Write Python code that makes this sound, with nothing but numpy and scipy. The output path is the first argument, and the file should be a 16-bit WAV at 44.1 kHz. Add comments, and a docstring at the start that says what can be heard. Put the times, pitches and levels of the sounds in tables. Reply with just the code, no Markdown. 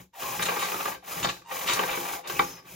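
"""Two small remote-controlled robots shove each other in short bursts on a wooden arena floor in a garage.
Gears click and hiss at motor speed, loose ones buzz on a pitch, and overtones of one tone make the motors whine.
Random clicks with their own tone colours become juddering plastic wheels, rasping shells and arena rumble.
Shells knock, once sharply, as a click, then a thump and chatter; wood and shells ring along with the contacts.
A close pair of microphones hears this with quick reflections and the tail of the room."""
import sys
import numpy as np
from scipy import signal
from scipy.fft import rfft, irfft
from scipy.io import wavfile

SR = 44100
rng = np.random.default_rng(int(sys.argv[2]) if len(sys.argv) > 2 else 0)


def generate_wav(sig):
    """Save sig (samples, or channels by samples) to the path in sys.argv[1] as 16-bit PCM at SR."""
    pcm = np.round(np.clip(np.atleast_2d(sig).T, -1, 1) * 32767).astype(np.int16)
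    wavfile.write(sys.argv[1], SR, pcm)


N = 121275  # samples, 2.75 s

# Bursts of throttle: [start t/s, spin-up t/s, hold t/s, coast t/s, gear level/dB]
THROTTLE_BURSTS = [(-.1, .03, .01, .16, -44), (.12, .1, .675, .115, -37), (1.008, .1, .092, .27, -37.6),
                   (1.452, .095, .603, .09, -36.8), (2.25, .04, .115, .26, -37.8), (2.62, .07, .1, .1, -48)]
# Tone colour of the gear noise: [f/Hz, level/dB per Hz]
GEAR_COLOUR = [(60, -17), (250, -7.5), (600, 4.5), (1100, 1.5), (1800, -1.5), (2450, 5), (3100, 2.5),
               (4600, -3.5), (5350, 1), (5900, 0), (7200, 2), (8500, -1.5), (10500, 7), (12000, 0.5),
               (14000, 4.5), (16000, -1.5)]
LOUDNESS_POWER, TEETH_PER_S = 1.78, 1500  # loudness as a power of speed; tooth rate at full speed
TOOTH_SPREAD_DB, TOOTH_JITTER, GEAR_HISS = 4, .25, 1  # jitter on a log scale; hiss relative to teeth
GEAR_FLUTTER_DB, GEAR_FLUTTER_HZ = 0.95, 56

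# How hard the wheels scrub: [t/s, level/dB]
SCRUB_LEVEL = [(0, -50), (.11, -105), (.135, -62), (.16, -49.5), (.24, -40.5), (.38, -42), (.42, -32),
               (.6, -35), (.7, -38.5), (.88, -38), (.95, -43.5), (1.01, -69), (1.04, -48.5), (1.13, -42.5),
               (1.3, -39.5), (1.43, -65), (1.52, -40), (1.66, -39), (1.8, -30), (1.88, -34), (2.14, -37.5),
               (2.22, -55.5), (2.27, -44), (2.38, -40), (2.45, -43.5), (2.63, -59), (2.67, -53.5),
               (2.75, -64)]
# Tone colour of slipping plastic: [f/Hz, level/dB per Hz]
SLIP_COLOUR = [(30, -28), (100, -25), (190, -12), (350, -13.5), (490, -1.5), (620, -7.5), (790, -2),
               (1000, -0.5), (1200, -1.5), (1400, -4.5), (1620, -1.5), (1950, -2), (2400, -2), (3300, -7.5),
               (4600, -19), (8000, -42), (16000, -51)]
SLIPS_PER_S, SLIP_SPREAD_DB, JUDDER_DB, JUDDER_HZ = 2500, 0.5, 3.5, 58

# The arena rumbling under the robots: [t/s, level/dB]
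RUMBLE_LEVEL = [(0, -49), (.14, -93), (.23, -49), (.44, -46), (.62, -54), (.9, -53.5), (1.02, -69),
                (1.16, -47), (1.27, -40.5), (1.46, -81), (1.54, -55.5), (1.74, -46.5), (2.14, -58.5),
                (2.23, -78), (2.31, -46), (2.44, -48.5), (2.6, -62.5), (2.75, -56.5)]
# Tone colour of that rumble: [f/Hz, level/dB per Hz]
RUMBLE_COLOUR = [(20, -48), (40, -40), (55, -0.5), (70, 1), (85, -18), (122, 2.5), (155, -0.5), (183, 6.5),
                 (215, -6.5), (350, 1), (600, -23), (2000, -56)]

# Motors straining from rest: [start t/s, length t/s, level/dB]
WHINE_TIMES = [(0.13, 0.04, -55), (1.443, 0.084, -50), (2.227, 0.045, -55.5)]
# Overtones of the whine: [f/Hz, level/dB]
WHINE_OVERTONES = [(920, -11.5), (1840, -25), (2760, -23), (4600, -31), (9000, -27)]
WHINE_HZ, WHINE_WAVER, WHINE_WAVER_HZ, WHINE_ROUGH_DB = 930, 0.0064, 111, -4  # waver is a share of pitch

# Gears singing as they mesh: [start t/s, length t/s, middle pitch f/Hz, level/dB]
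MESH_NOTES = [(0.145, 0.12, 726, -50), (.19, 0.47, 820, -46.5), (0.216, 0.17, 1083, -42.5),
              (0.221, 0.18, 2390, -52), (.49, 0.15, 867, -42), (.53, 0.18, 1136, -39.5),
              (.51, 0.16, 2200, -48), (.68, 0.3, 1197, -44.5), (0.684, 0.29, 5350, -60.5),
              (1.023, 0.033, 760, -54.5), (1.065, 0.27, 2440, -60), (1.112, 0.037, 1210, -44.5),
              (1.079, 0.23, 5330, -59), (1.471, 0.19, 802, -47.5), (1.5, 0.19, 1130, -48.5),
              (1.761, 0.21, 880, -41), (1.88, 0.088, 2510, -41.5), (2.04, .15, 2320, -48),
              (2.019, 0.21, 768, -42), (2.232, 0.073, 2630, -56), (2.341, 0.084, 2540, -44),
              (2.39, 0.25, 5300, -52.5), (2.39, 0.21, 6360, -54.5), (2.66, 0.11, 2470, -57.5)]
MESH_CLICKS_PER_S, MESH_SPREAD_DB, MESH_JUDDER_DB, MESH_JUDDER_HZ = 3000, 0.3, 1.5, 80
MESH_SAG, MESH_WAVER, MESH_WAVER_HZ = .05, 0.021, 45.8  # sag and waver are shares of the pitch
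MESH_WIDTH_HZ, MESH_WIDTH_SHARE, MESH_FADE_DB = 54, 0.061, 9  # fuzziness: a fixed part plus a share of pitch

# Knocks of a shell on the board or rail: [t/s, body level/dB, first sharp contact level/dB]
SHELL_KNOCKS = [(.232, -35.5, -42), (.394, -28.5, -31.5), (.504, -44, -38), (0.566, -29, -35),
                (.719, -29.5, -35), (.742, -32, -34), (0.856, -30.5, -32.5), (.881, -33, -50),
                (1.247, -34, -23.5), (1.2528, -27.5, -51), (1.271, -32.5, -29), (1.289, -37, -32),
                (1.511, -42.5, -40.5), (1.697, -28, -30), (1.772, -35, -44), (1.793, -28, -28),
                (1.832, -29, -34), (1.914, -38, -31), (1.93, -35, -32.5), (1.972, -28.5, -44),
                (2.093, -34.5, -45), (2.133, -32.5, -38), (2.297, -30, -34), (2.3933, -17.5, -23),
                (2.421, -32, -38)]
# Tone colour of the body's blow: [f/Hz, level/dB per Hz]
BLOW_COLOUR = [(30, -57), (100, -13), (280, -5), (450, -3), (650, -14.5), (900, 0), (1230, -0.5),
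               (1600, -2), (2300, -7), (3300, -45), (6000, -42), (16000, -74)]
# Tone colour of the sharp contact before it: [f/Hz, level/dB per Hz]
CONTACT_COLOUR = [(200, -11.5), (1200, -6), (2000, -0.5), (2600, -4), (3100, 2), (3800, -8.5),
                  (5000, -12.5), (8000, -46.5), (16000, -48)]
BLOW_DELAY_S, BLOW_S, CONTACT_S, CHATTER_S = 0.002712, 0.0022, 0.0016, 0.0034  # wait, then three decay times
THUMP, BLOW_NOISE, CHATTER = 0.7, 0.12, 0.44  # shares of the body's level
KNOCK_S = 0.0069  # seconds of unit-level sound holding the energy of one knock

# Shells rasping together: [start t/s, length t/s, level/dB, share of bright squeak 0-1]
SHELL_SCRAPES = [(0.419, 0.018, -26.5, 0.05), (0.453, 0.019, -29.5, 0), (0.579, 0.098, -32.5, 0.19),
                 (1.222, 0.038, -28, 0), (1.284, 0.025, -30.5, 0), (1.659, 0.081, -26.5, 0),
                 (1.729, 0.027, -33, 0.7)]
# Tone colour of the dull rasp: [f/Hz, level/dB per Hz]
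RASP_COLOUR = [(100, -13.5), (500, -14), (1000, 0.5), (1700, 5), (2800, 6.5), (3900, 2.5), (5000, -9.5),
               (8000, -6.5), (16000, -42)]
# Tone colour of the bright squeak: [f/Hz, level/dB per Hz]
SQUEAK_COLOUR = [(200, -6), (2000, 10), (4000, 8.5), (7300, 4.5), (10000, 17), (16000, -27)]
RASPS_PER_S, RASP_SPREAD_DB, SQUEAKS_PER_S, SQUEAK_SPREAD_DB = 2200, 2.5, 9800, 2

# Gear teeth snapping into mesh: [t/s, level/dB]
GEAR_TICKS = [(0.426, -27.5), (0.454, -30), (1.734, -25), (2.274, -34)]

# Rings of the board and shells: [middle f/Hz, time to fall by 60 dB t/s, level/dB before RING_DB]
BOARD_RINGS = [(182, 0.38, -10), (287, 0.51, -13.5), (361.7, 0.24, -10), (406, 0.072, -24),
               (482.2, 0.1, -13), (525, 0.11, -9.5), (721, 0.031, -10), (812, 0.084, -18.5),
               (852, 0.18, -10.5), (1146, 0.079, -17), (1216, 0.29, -27), (1577, 0.11, -13.5),
               (2375, 0.036, -6.5), (3810, 0.017, -9.5)]
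RING_DB, SPOT_DETUNE, SPOT_MOVE_HZ = -9.5, .04, 7  # detune is the largest shift, as a share of pitch

# Garage reverberation: [f/Hz, time to fall by 60 dB t/s]
ROOM_DECAY = [(100, 0.7), (400, 0.26), (1500, 0.15), (5000, 0.34), (15000, 0.28)]
# Strength of the reflections: [f/Hz, level/dB]
ECHO_COLOUR = [(100, -7), (500, -1.5), (1200, 1.5), (2100, -6.5), (3200, -6), (5000, 5), (7000, 6.5),
               (8400, -5), (9800, -9), (12000, 5), (15000, -14)]
EARLY_S = 0.0074  # decay time of the quick reflections
CONTACT_ROOM_DB, CONTACT_EARLY_DB, GEAR_ROOM_DB = -1, 3.5, -16.5

# Microphone pair, timing: [f/Hz, lead of the left/radians]
LEFT_LEAD = [(20, 0), (450, -.1), (950, -.6), (2000, -.35), (3790, .7), (4820, .1), (5770, -1.5),
             (6600, .5), (7670, 2.8), (8500, 3.14), (9800, 3.03), (11500, 2.4), (14300, .8), (15000, .1)]
# Microphone pair, balance: [f/Hz, left minus right level/dB]
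LEFT_TILT = [(100, 2), (350, 2), (700, 5), (1200, -0.5), (1700, -1), (3000, 0), (4000, 1.5), (5300, 1.5),
             (7300, 3.5), (8500, 6), (15000, -3.5)]
FLOOR_DB = -97  # background noise before the microphone balance
EDGE_HZ = 15950  # upper edge of the sound


def amp(db):
    """Turns decibels into a gain."""
    return 10 ** (np.asarray(db) / 20)


def unit(x):
    """Scales a sound to an average strength (rms) of one."""
    return x / np.sqrt(np.mean(x ** 2) + 1e-20)


def read(points, hz):
    """Reads between table points, with pitch spaced logarithmically."""
    f, value = np.transpose(points)
    return np.interp(np.log(hz + 1), np.log(f + 1), value)


def level(points):
    """Turns a level curve in dB into a gain for every sample."""
    return amp(np.interp(np.arange(N) / SR, *np.transpose(points)))


def add(mix, s, sound):
    """Mixes a sound in, starting at s seconds."""
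    part = mix[max(round(s * SR), 0):][:len(sound)]
    part += sound[:len(part)]


def colour(x, points, size=8192):
    """Gives a sound a tone colour with a filter of unit energy that never rings ahead of its input."""
    log_gain = np.log(amp(read(points, abs(np.fft.fftfreq(size, 1 / SR)))))
    spectrum = np.exp(np.conj(signal.hilbert(log_gain)))
    taps = np.fft.ifft(spectrum).real[:size // 2]
    return signal.fftconvolve(x, taps / np.linalg.norm(taps))[:N]


def wander(hz):
    """Makes a random drift, mostly slower than hz, with an rms of one."""
    noise = rfft(rng.standard_normal(N))
    slow = 1 / (1 + (np.fft.rfftfreq(N, 1 / SR) / hz) ** 4)
    return unit(irfft(noise * slow, N))


def grains(per_s, spread_db):
    """Makes random clicks of uneven size, with an rms of one."""
    size = amp(spread_db * np.minimum(rng.exponential(1, N), 3.5))
    sign = rng.choice([-1, 1], N)
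    return unit(size * sign * (rng.random(N) < per_s / SR))


def gears():
    """Teeth click at a rate set by motor speed; the noise swells and coasts down with it."""
    t = np.arange(N) / SR
    speed, loud = np.zeros(N), np.zeros(N)
    for start, spin_up, hold, coast, db in THROTTLE_BURSTS:
        rise = (t - start) / spin_up
        fall = 1 - (t - start - spin_up - hold) / coast
        run = np.clip(np.minimum(rise, fall), 0, 1)
        speed += run
        loud += amp(db) * run ** LOUDNESS_POWER
    turns = np.cumsum(TEETH_PER_S * speed * np.exp(TOOTH_JITTER * wander(400))) / SR
    clicks = np.diff(np.floor(turns), prepend=0) > 0  # one click per whole count
    size = amp(TOOTH_SPREAD_DB * np.clip(rng.standard_normal(N), -2, 2))
    teeth = clicks * size * rng.choice([-1, 1], N)
    noise = unit(unit(teeth) + GEAR_HISS * rng.standard_normal(N))
    flutter = amp(GEAR_FLUTTER_DB * wander(GEAR_FLUTTER_HZ))
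    return colour(loud * flutter * noise, GEAR_COLOUR)


def wheels():
    """Plastic wheels catch and slip in juddering clumps."""
    judder = amp(JUDDER_DB * wander(JUDDER_HZ))
    slips = unit(grains(SLIPS_PER_S, SLIP_SPREAD_DB) * judder)
    return colour(level(SCRUB_LEVEL) * slips, SLIP_COLOUR)


def rumble():
    """Small bumps of the wheels drum on the whole arena."""
    bumps = grains(per_s=600, spread_db=0.34)
    return colour(level(RUMBLE_LEVEL) * bumps, RUMBLE_COLOUR)


def whine(count=9):
    """Chopped current makes the motors sing while they strain from rest."""
    turns = np.cumsum(WHINE_HZ * (1 + WHINE_WAVER * wander(WHINE_WAVER_HZ))) / SR
    tone = np.zeros(N)
    for k in range(1, count + 1):
        wave = np.sin(2 * np.pi * (k * turns + rng.random()))
        tone += amp(read(WHINE_OVERTONES, k * WHINE_HZ)) * wave
    swell = np.zeros(N)
    for start, length, db in WHINE_TIMES:
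        add(swell, start, amp(db) * signal.windows.tukey(int(length * SR), .5))
    rough = unit(amp(WHINE_ROUGH_DB * wander(WHINE_WAVER_HZ)))
    return swell * unit(tone) * rough


def resonate(x, hz, width):
    """A steep resonance follows a pitch curve; a larger width in Hz makes it fuzzier."""
    turn = np.exp(2j * np.pi * np.cumsum(hz) / SR)
    r = np.exp(-np.pi * width / SR)
    # Shift the pitch down to zero, smooth twice, and shift it back.
    smooth = signal.lfilter([(1 - r) ** 2], [1, -2 * r, r * r], x / turn)
    return (turn * smooth).real


def meshes():
    """Loose gears rattle in clumps on a fuzzy pitch that sags and fades as the wheel slows."""
    out = np.zeros(N)
    for start, length, hz, db in MESH_NOTES:
        swell = signal.windows.tukey(int(length * SR), .5)
        n = len(swell)
        slope = np.linspace(.5, -.5, n)
        swell = swell * amp(MESH_FADE_DB * slope)
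        pitch = hz * (1 + MESH_SAG * slope + MESH_WAVER * wander(MESH_WAVER_HZ)[:n])
        judder = amp(MESH_JUDDER_DB * wander(MESH_JUDDER_HZ))
        clicks = grains(MESH_CLICKS_PER_S, MESH_SPREAD_DB) * judder
        note = unit(resonate(clicks[:n], pitch, MESH_WIDTH_HZ + MESH_WIDTH_SHARE * hz))
        add(out, start, amp(db) * swell * note)
    return out


def strike(decay_s):
    """A dying envelope holds the energy of one knock."""
    shape = np.exp(-np.arange(SR // 10) / SR / decay_s)
    return shape * np.sqrt(KNOCK_S * SR) / np.linalg.norm(shape)


def knocks():
    """An edge clicks first, then the body lands on the board and chatters briefly."""
    edge, body = np.zeros((2, N))
    for s, db, edge_db in SHELL_KNOCKS:
        edge_noise, blow_noise, chatter_noise = rng.standard_normal((3, SR // 10))
        add(edge, s, amp(edge_db) * strike(CONTACT_S) * edge_noise)
        blow = BLOW_NOISE * strike(BLOW_S) * blow_noise
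        chatter = CHATTER * strike(CHATTER_S) * chatter_noise
        landing = blow + chatter
        landing[0] += THUMP * np.sqrt(KNOCK_S * SR)  # a single sharp push
        add(body, s + BLOW_DELAY_S, amp(db) * landing)
    return colour(edge, CONTACT_COLOUR) + colour(body, BLOW_COLOUR)


def scrapes():
    """Shell rubs on shell in short rasps, some with a bright squeak."""
    dull, bright = np.zeros((2, N))
    for start, length, db, share in SHELL_SCRAPES:
        stroke = amp(db) * signal.windows.tukey(int(length * SR), .5)
        add(dull, start, stroke * np.sqrt(1 - share))
        add(bright, start, stroke * np.sqrt(share))
    rasp = colour(dull * grains(RASPS_PER_S, RASP_SPREAD_DB), RASP_COLOUR)
    squeak = colour(bright * grains(SQUEAKS_PER_S, SQUEAK_SPREAD_DB), SQUEAK_COLOUR)
    return rasp + squeak


def ticks():
    """Gear teeth snap into mesh in quickly dying grains, as bright as the squeak."""
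    snaps = np.zeros(N)
    for s, db in GEAR_TICKS:
        add(snaps, s, amp(db) * strike(CONTACT_S))
    return colour(snaps * grains(SQUEAKS_PER_S, SQUEAK_SPREAD_DB), SQUEAK_COLOUR)


def board(x, count=3):
    """The board and the shells ring along, a little higher or lower as the point of contact moves."""
    t = np.arange(SR // 2) / SR
    place, out = np.clip(wander(SPOT_MOVE_HZ), -1, 1), x
    for spot in np.linspace(-1, 1, count):
        ring = np.zeros(len(t))
        for hz, t60, db in BOARD_RINGS:
            wave = np.cos(2 * np.pi * hz * (1 + SPOT_DETUNE * spot) * t)
            ring += amp(db) * unit(amp(-60 * t / t60) * wave)
        ring /= np.sqrt(len(t))
        nearness = np.maximum(1 - abs(place - spot), 0)
        out = out + amp(RING_DB) * signal.fftconvolve(x * nearness, ring)[:N]
    return out


def garage(x, wet_db, early_db):
    """Direct sound meets two microphones, then quick reflections off the arena and the room's tail."""
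    hz = np.fft.rfftfreq(2 * N, 1 / SR)
    spectrum = rfft(x, 2 * N)
    turn = np.exp(.5j * read(LEFT_LEAD, hz))  # half the lead on each side
    direct = irfft(spectrum * np.array([turn, 1 / turn]))[:, :N]
    t = np.arange(SR // 2) / SR
    signs = rng.choice([-1., 1.], (2, 2, len(t)))
    taps = signs * (rng.random((2, 2, len(t))) < 3000 / SR)  # scattered echoes, 3000 per second
    f, at, z = signal.stft(taps[0] * (t > .008), SR, nperseg=256)
    decay = amp(-60 * at / read(ROOM_DECAY, f)[:, None])
    tail = signal.istft(z * decay, SR, nperseg=256)[1][:, :len(t)]
    early = taps[1] * (t > .001) * np.exp(-t / EARLY_S)
    echo = amp(wet_db) * tail / np.linalg.norm(tail[0])
    echo = echo + amp(early_db) * early / np.linalg.norm(early[0])
    left, right = rfft(echo, 2 * N) * amp(read(ECHO_COLOUR, hz))
    same = 1 / (1 + (hz / 520) ** 4)  # both sides share the bass
    right = same * left + np.sqrt(1 - same ** 2) * right
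    return direct + irfft(spectrum * np.array([left, right]))[:, :N]


def background():
    """A very quiet steady noise, separate on each side, has the tone colour of the slipping plastic."""
    return amp(FLOOR_DB) * np.array([colour(rng.standard_normal(N), SLIP_COLOUR) for _ in range(2)])


def scene():
    """Both robots play in the garage, over a very quiet background."""
    drive = garage(gears() + whine() + meshes(), GEAR_ROOM_DB, early_db=-6.5)
    touching = board(wheels() + knocks() + scrapes() + ticks())
    contact = garage(touching * amp(-6.0), CONTACT_ROOM_DB, CONTACT_EARLY_DB)
    arena = garage(rumble(), wet_db=-11.5, early_db=-1)
    return drive + contact + arena + background()


def record(dry):
    """The two microphones get their balance at each pitch, then the highest treble is cut."""
    hz = np.fft.rfftfreq(2 * N, 1 / SR)
    tilt = amp(read(LEFT_TILT, hz) / 2)  # half the difference on each side
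    heard = irfft(rfft(dry, 2 * N) * np.array([tilt, 1 / tilt]))[:, :N]
    low_pass = signal.firwin(511, EDGE_HZ, window=("kaiser", 9), fs=SR)
    return signal.oaconvolve(heard, low_pass[None], "same")


dry = scene()
out = record(dry)
generate_wav(out)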